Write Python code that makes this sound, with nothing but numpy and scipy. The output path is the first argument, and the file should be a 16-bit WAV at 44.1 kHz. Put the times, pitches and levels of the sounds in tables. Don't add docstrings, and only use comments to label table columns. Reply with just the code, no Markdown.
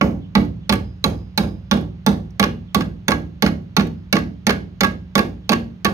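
import sys
import numpy as np
from scipy import signal
from scipy.fft import rfft, irfft, next_fast_len
from scipy.io import wavfile
from scipy.ndimage import uniform_filter1d, minimum_filter1d

SR = 44100
rng = np.random.default_rng(int(sys.argv[2]) if len(sys.argv) > 2 else 0)


def generate_wav(sig):
    pcm = np.round(np.clip(np.atleast_2d(sig).T, -1, 1) * 32767).astype(np.int16)
    wavfile.write(sys.argv[1], SR, pcm)


N = 261513
RING = np.arange(SR) / SR

# frequency in Hz, level in dB.
CLICK_TONE = [(2000, -9), (5000, -18), (6800, -1), (7600, 3), (9400, 10.5), (10500, 5.5), (13000, 4),
              (15300, 0), (16500, -20)]


def amp(db):
    return 10 ** (np.asarray(db) / 20)


def value_at(points, hz):
    frequencies, values = np.transpose(points)
    return np.interp(np.log(hz + 1), np.log(frequencies), values)


def unit(x, seconds=None):
    head = x if seconds is None else x[:max(8, int(seconds * SR))]
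    return x / np.sqrt(np.mean(head ** 2) + 1e-20)


def add(mix, start, sound):
    part = mix[max(0, round(start * SR)):][:len(sound)]
    part += sound[:len(part)]


def colour(x, tone):
    size = next_fast_len(len(x) + 2048)
    gain = amp(value_at(tone, np.fft.rfftfreq(size, 1 / SR)))
    return irfft(rfft(x, size) * gain, size)[:len(x)]


def noise(tone, size=SR):
    return unit(colour(rng.standard_normal(size), tone))


def dying(fade_s):
    return amp(-60 * RING / fade_s)


def rising(seconds):
    return 1 - np.exp(-RING / seconds)


def resonate(x, hz, width_hz):
    pole = np.exp((2j * np.pi * hz - np.pi * width_hz) / SR)
    return signal.lfilter([1 - abs(pole)], [1, -pole], x + 1e-18).real


def waver(size, width_hz):
    return unit(resonate(rng.standard_normal(size), 0, width_hz))


def sine(pitch_hz):
    return np.sin(2 * np.pi * np.cumsum(pitch_hz) / SR)


def ring(notes, detune, spread_db, lag_s):
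    out = np.zeros(SR)
    for k, (hz, db, fade_s) in enumerate(notes):
        pitch, level, late = rng.standard_normal(3)
        t = np.maximum(RING - lag_s * abs(late), 0)
        wave = np.sin(2 * np.pi * hz * (1 + detune * pitch) * t)
        out += (-1) ** k * amp(db + spread_db * level) * dying(fade_s) * wave
    return out


def air():
    # frequency in Hz, level in dB.
    air_tone = [(15, -11), (25, -42.5), (74, 12.5), (134, 17), (157, 7.5), (200, -15.5), (242, -15),
                (911, -22.5), (2550, -24.5), (2760, -23.5), (3080, -25), (4370, -29), (5140, -37.5),
                (7310, -58.5), (16000, -115)]
    return amp(-40) * noise(air_tone, size=N)


def air_conditioner():
    hum = unit(sine(182.5 + 0.7 * waver(N, width_hz=2.86)))
    rumble = unit(resonate(rng.standard_normal(N), hz=62, width_hz=14))
    return amp(-43) * hum + amp(-46.5) * rumble


def steel_click():
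    taps = (rng.random(SR) < 110 / SR) * rng.standard_normal(SR)
    chatter = unit(colour(taps, CLICK_TONE)) + 0.56 * noise(CLICK_TONE)
    snap = noise(CLICK_TONE) * (np.exp(-RING / 0.0017) + 1.8 * dying(0.027))
    return unit(snap + amp(-40.5) * chatter * dying(0.52), 0.062)


def wood_crack(click_db):
    # frequency in Hz, level in dB.
    crack_tone = [(200, -22.5), (600, 7.5), (1000, -10.5), (1500, 3.5), (2700, -1.5), (3200, 1), (4300, 1),
                  (5500, -7.5), (6500, -8), (7400, -24.5), (16000, -44)]
    # pitch in Hz, level in dB, fade time in seconds.
    wood_notes = [(860, -2, 0.05), (1216, -3, 0.04), (1940, -10, .04), (2217, 1.5, 0.045), (2900, 1, 0.02),
                  (1130, -1, 0.05), (1389, -11, 0.09), (1640, -1, 0.06), (2690, -9, 0.04), (4200, -9, 0.03)]
    slip = np.exp(-(RING / 0.0044) ** 2) + amp(-27) * dying(0.05)
    crack = unit(noise(crack_tone) * slip * rising(0.0004), 0.029)
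    wood = ring(wood_notes, detune=0.0051, spread_db=4, lag_s=0.00098)
    wood = unit(wood * rising(0.00065), 0.0037)
    treble_db = 0.86 * np.clip(click_db + 9, -11, 0)
    return colour(unit(amp(-2) * crack + wood, 0.04), [(2500, 0), (3900, treble_db)])


def board_thump():
    # pitch in Hz, level in dB, fade time in seconds.
    board_notes = [(162, -9, 0.65), (182.3, -14, 0.41), (200.5, 3, 0.31), (233.3, -7.5, 0.45),
                   (254.9, -12.5, 0.3), (291, -13, .47), (364, -20.5, 0.45), (441.5, -6.5, 0.14),
                   (516.4, -8.5, 0.072), (571, -13.5, 0.2), (590, -18, 0.3), (665.7, -13.5, .2),
                   (810, -12, 0.15)]
    board = ring(board_notes, detune=0.0038, spread_db=1.67, lag_s=0.00072)
    return unit(board * rising(0.0061), 0.056)


def lid_shudder():
    # frequency in Hz, level in dB.
    shudder_tone = [(60, -13), (120, -9.5), (200, 7.5), (270, -2.5), (330, -3), (450, -4), (650, -9),
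                    (1000, -18), (2500, -39.5)]
    return unit(noise(shudder_tone) * dying(0.32) * rising(0.012), 0.044)


def bin_boom():
    # pitch in Hz, level in dB, fade time in seconds.
    bin_notes = [(60.1, 7, 0.69), (70.2, 7.5, 0.44), (80.26, 1.5, 0.89), (99.9, 4, 0.84), (123.5, 3, 0.69)]
    return unit(ring(bin_notes, detune=0.021, spread_db=0, lag_s=0.008) * rising(0.054), 0.29)


def nail_ping(start):
    # time in seconds, pitch in Hz, level in dB.
    nail_course = [(0.35, 3080, -46), (1.04, 4000, -17), (1.38, 4213, -18), (1.71, 5900, -27.5),
                   (2.4, 6210, -36), (5.85, 6180, -33)]
    times, pitches, levels = np.transpose(nail_course)
    hz, db = np.interp(start, times, pitches), np.interp(start, times, levels)
    bend = 1 + 0.0053 * np.exp(-RING / 0.0036)
    return amp(db) * unit(np.sin(2 * np.pi * hz * RING * bend) * dying(0.024), 0.03)


def clack(clack_db, edge_db, length_s, bounces=3, size=12000):
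    # pitch in Hz, width of the resonance in Hz, level in dB.
    lid_notes = [(439, 31, -1.5), (853, 69, -2), (1190, 94, 0), (1460, 50, -10), (1128, 26, 2.5),
                 (1632, 19, 6.5), (2163, 34, -2), (2790, 140, -3.5), (3350, 56, -12), (4170, 120, -4.5),
                 (4940, 99, -14)]
    # frequency in Hz, level in dB.
    knock_tone = [(150, -19), (400, 18), (900, 3.5), (1700, 11), (3000, 5.5), (4500, -0.5), (6300, -21),
                  (7500, -25), (16000, -54)]
    strikes = np.zeros(size)
    times = np.r_[0, (np.arange(bounces) + rng.uniform(0.6, 1.4, bounces)) * length_s / bounces]
    np.add.at(strikes, (times * SR).astype(int), np.r_[1, rng.uniform(0.45, 0.9, bounces)])
    contacts = rng.standard_normal(size) * resonate(strikes, 0, 300)
    lid = sum(amp(db) * unit(resonate(contacts, hz, width), 0.05) for hz, width, db in lid_notes)
    knock = unit(colour(contacts, knock_tone), length_s)
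    body = unit(unit(lid, length_s) + amp(2.5) * knock, length_s)
    edge = unit(colour(contacts, CLICK_TONE), 2 * length_s)
    return amp(clack_db) * body + amp(edge_db) * edge


def hammering():
    # start in seconds, force in dB, then steel click and board thump in dB above the force.
    blows = [(0.0116, -20, -23.5, 5), (0.352, -16.5, -15.5, 1.5), (0.6943, -19.5, -9, -2),
             (1.0412, -22.5, -2.5, 0.5), (1.3765, -19.5, -4, 0.5), (1.7123, -18, -9.5, 0.5),
             (2.0641, -17.5, -6, 2), (2.3965, -20.5, -5.5, 3.5), (2.7466, -19.5, -6, 2.5),
             (3.0817, -20, -7, 2), (3.4229, -19, -7, 3), (3.7663, -19, -10, 2.5), (4.1269, -19, -7.5, 2),
             (4.4678, -19.5, -6.5, 0), (4.8075, -20, -8.5, 1), (5.1534, -19.5, -7.5, 1.5),
             (5.4925, -21.5, -7, 2), (5.847, -25.5, -2.5, 4)]
    # delay in seconds, then clack and edge in dB above the force.
    settling_taps = [(0.058, -18.5, -29), (0.101, -36, -40.5)]
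    # start in seconds, clack in dB, edge in dB, rebound in dB above the clack.
    landings = [(0.724, -17.5, -23.5, -4.5), (2.428, -11.5, -31, -4.5), (2.808, -24, -43.5, -8.5),
                (3.107, -21.5, -28.5, 6), (3.463, -16.5, -37, -11.5), (3.796, -20, -44.5, -5),
                (4.155, -20, -39, 3), (4.494, -12.5, -27.5, -3.5), (4.834, -12.5, -26, -2.5),
                (5.179, -16, -23, 0.5), (5.519, -17, -26, 2), (5.853, -11.5, -43, -9)]
    work, nail = np.zeros((2, N))
    for start, force_db, click_db, thump_db in blows:
        hit = amp(click_db) * steel_click() + wood_crack(click_db) + amp(thump_db) * board_thump()
        shudder_db = -23.5 - 0.2 * click_db
        boom_db = -29 - 1.08 * start
        add(work, start, amp(force_db) * hit + amp(shudder_db) * lid_shudder() + amp(boom_db) * bin_boom())
        add(nail, start, nail_ping(start))
        for delay, clack_db, edge_db in settling_taps:
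            late_s, tap_db = rng.normal(0, 0.002), rng.normal(force_db, 4)
            tap = clack(tap_db + clack_db, tap_db + edge_db, length_s=0.0045)
            add(work, start + delay + late_s, tap)
    for start, clack_db, edge_db, rebound_db in landings:
        add(work, start, clack(clack_db, edge_db, length_s=0.003))
        add(work, start + 0.011, clack(clack_db + rebound_db, edge_db - 5.5, length_s=0.0045))
    return work, nail


def near_echoes(x):
    out = np.zeros(N)
    for delay in rng.uniform(0.00073, 0.0083, size=6):
        add(out, delay, rng.choice([-1, 1]) * x)
    return colour(out, [(300, -39), (1000, -10.5), (3000, -13), (8000, -23)])


def yard_tail():
    # frequency in Hz, fade time in seconds.
    fade_times = [(100, 0.69), (450, 0.37), (1100, 0.24), (3000, 0.28), (7000, 0.27), (15000, 0.21)]
    echoes = rng.standard_normal(SR) * (rng.random(SR) < 5000 / SR)
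    hz, t, bands = signal.stft(echoes, SR, nperseg=256)
    bands = bands * amp(-60 * t / value_at(fade_times, hz)[:, None])
    tail = signal.istft(bands, SR, nperseg=256)[1][:SR] * rising(0.0043) ** 2
    return tail / np.linalg.norm(tail)


def yard(x, tails=3):
    # frequency in Hz, gain in dB.
    echo_tone = [(60, -15.5), (200, -10.5), (300, -0.5), (450, -8), (1000, -9.5), (2000, -8.5),
                 (4000, -11.5), (7000, -11.5), (15000, -15)]
    shares = np.cos(np.pi * (0.7 * np.arange(N) / SR + np.arange(tails)[:, None] / tails)) ** 4
    shares /= np.linalg.norm(shares, axis=0)
    return colour(sum(signal.oaconvolve(x * share, yard_tail())[:N] for share in shares), echo_tone)


def bird():
    # start in seconds, level in dB.
    calls = [(.19, -57), (.59, -59), (2.65, -58.5), (5.4, -61.5)]
    out, size = np.zeros(N), int(0.11 * SR)
    for start, db in calls:
        pitch_hz = np.linspace(3600, 2850, size) + 230 * waver(size, width_hz=250)
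        add(out, start, amp(db) * np.hanning(size) * sine(pitch_hz))
    return out


def insect(hz=5000, pulse_s=0.32, dip_db=-13.5):
    # start in seconds, length in seconds, level in dB.
    bouts = [(0.698, 1.2, -61.5), (3.798, 2.1, -71)]
    out = np.zeros(N)
    for start, length, db in bouts:
        t = np.arange(0, length, 1 / SR)
        whistle = sine(hz + 12 * waver(len(t), width_hz=40))
        pulses_db = dip_db * np.cos(np.pi * t / pulse_s) ** 2
        add(out, start, amp(db + pulses_db) * signal.windows.tukey(len(t), 0.25) * whistle)
    return out


def tick():
    hiss = resonate(rng.standard_normal(SR), hz=5600, width_hz=810) + 0.072 * noise(CLICK_TONE)
    return amp(-57) * unit(hiss * dying(0.0234), 0.0051)


def scene():
    work, nail = hammering()
    near = work + nail + air_conditioner() + insect() + bird()
    add(near, 2.306, tick())
    samples = np.arange(N)
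    left = np.interp(samples - 0.00015 * SR, samples, near) + near_echoes(work)
    right = near + near_echoes(work)
    carried = work + amp(-12) * nail
    shared = yard(carried) + air()
    width_tone = [(80, -22.5), (250, -9.5), (600, 2.5), (1500, 2.5), (6000, -2)]
    apart = colour(yard(carried) + air(), width_tone)
    return np.array([left + amp(-2) * (shared + apart), right + amp(-5.5) * (shared - apart)])


def limiter(pair, ceiling_db, release_db_per_s):
    over_db = np.maximum(20 * np.log10(abs(pair).max(0) + 1e-9) - ceiling_db, 0)
    fall = np.arange(N) * release_db_per_s / SR
    held_db = np.maximum.accumulate(over_db + fall) - fall
    return pair * amp(uniform_filter1d(minimum_filter1d(-held_db, size=41), size=41))


def record(dry):
    # frequency in Hz, gain in dB.
    microphone_tone = [(20, -13), (38, -15.5), (56, 0), (6600, 2), (7400, -10), (8200, -9), (16000, -4.5)]
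    # frequency in Hz, left level minus right level in dB.
    balance = [(60, -2.5), (250, -4.5), (600, -6.5), (1300, -5.5), (2500, -5.5), (4400, -7), (6500, -9.5),
               (7600, -14), (15000, -12)]
    hz, tilt_db = np.transpose(balance)
    right_db = -10 * np.log10((1 + amp(tilt_db) ** 2) / 2)
    sides = zip(dry, (right_db + tilt_db, right_db))
    pair = np.array([colour(colour(x, microphone_tone), np.c_[hz, db]) for x, db in sides])
    held = limiter(pair, ceiling_db=-1, release_db_per_s=900)
    treble_cut = signal.firwin(255, cutoff=16200, window=("kaiser", 9), fs=SR)
    return signal.oaconvolve(held, treble_cut[None], "same")


dry = scene()
out = record(dry)
generate_wav(out)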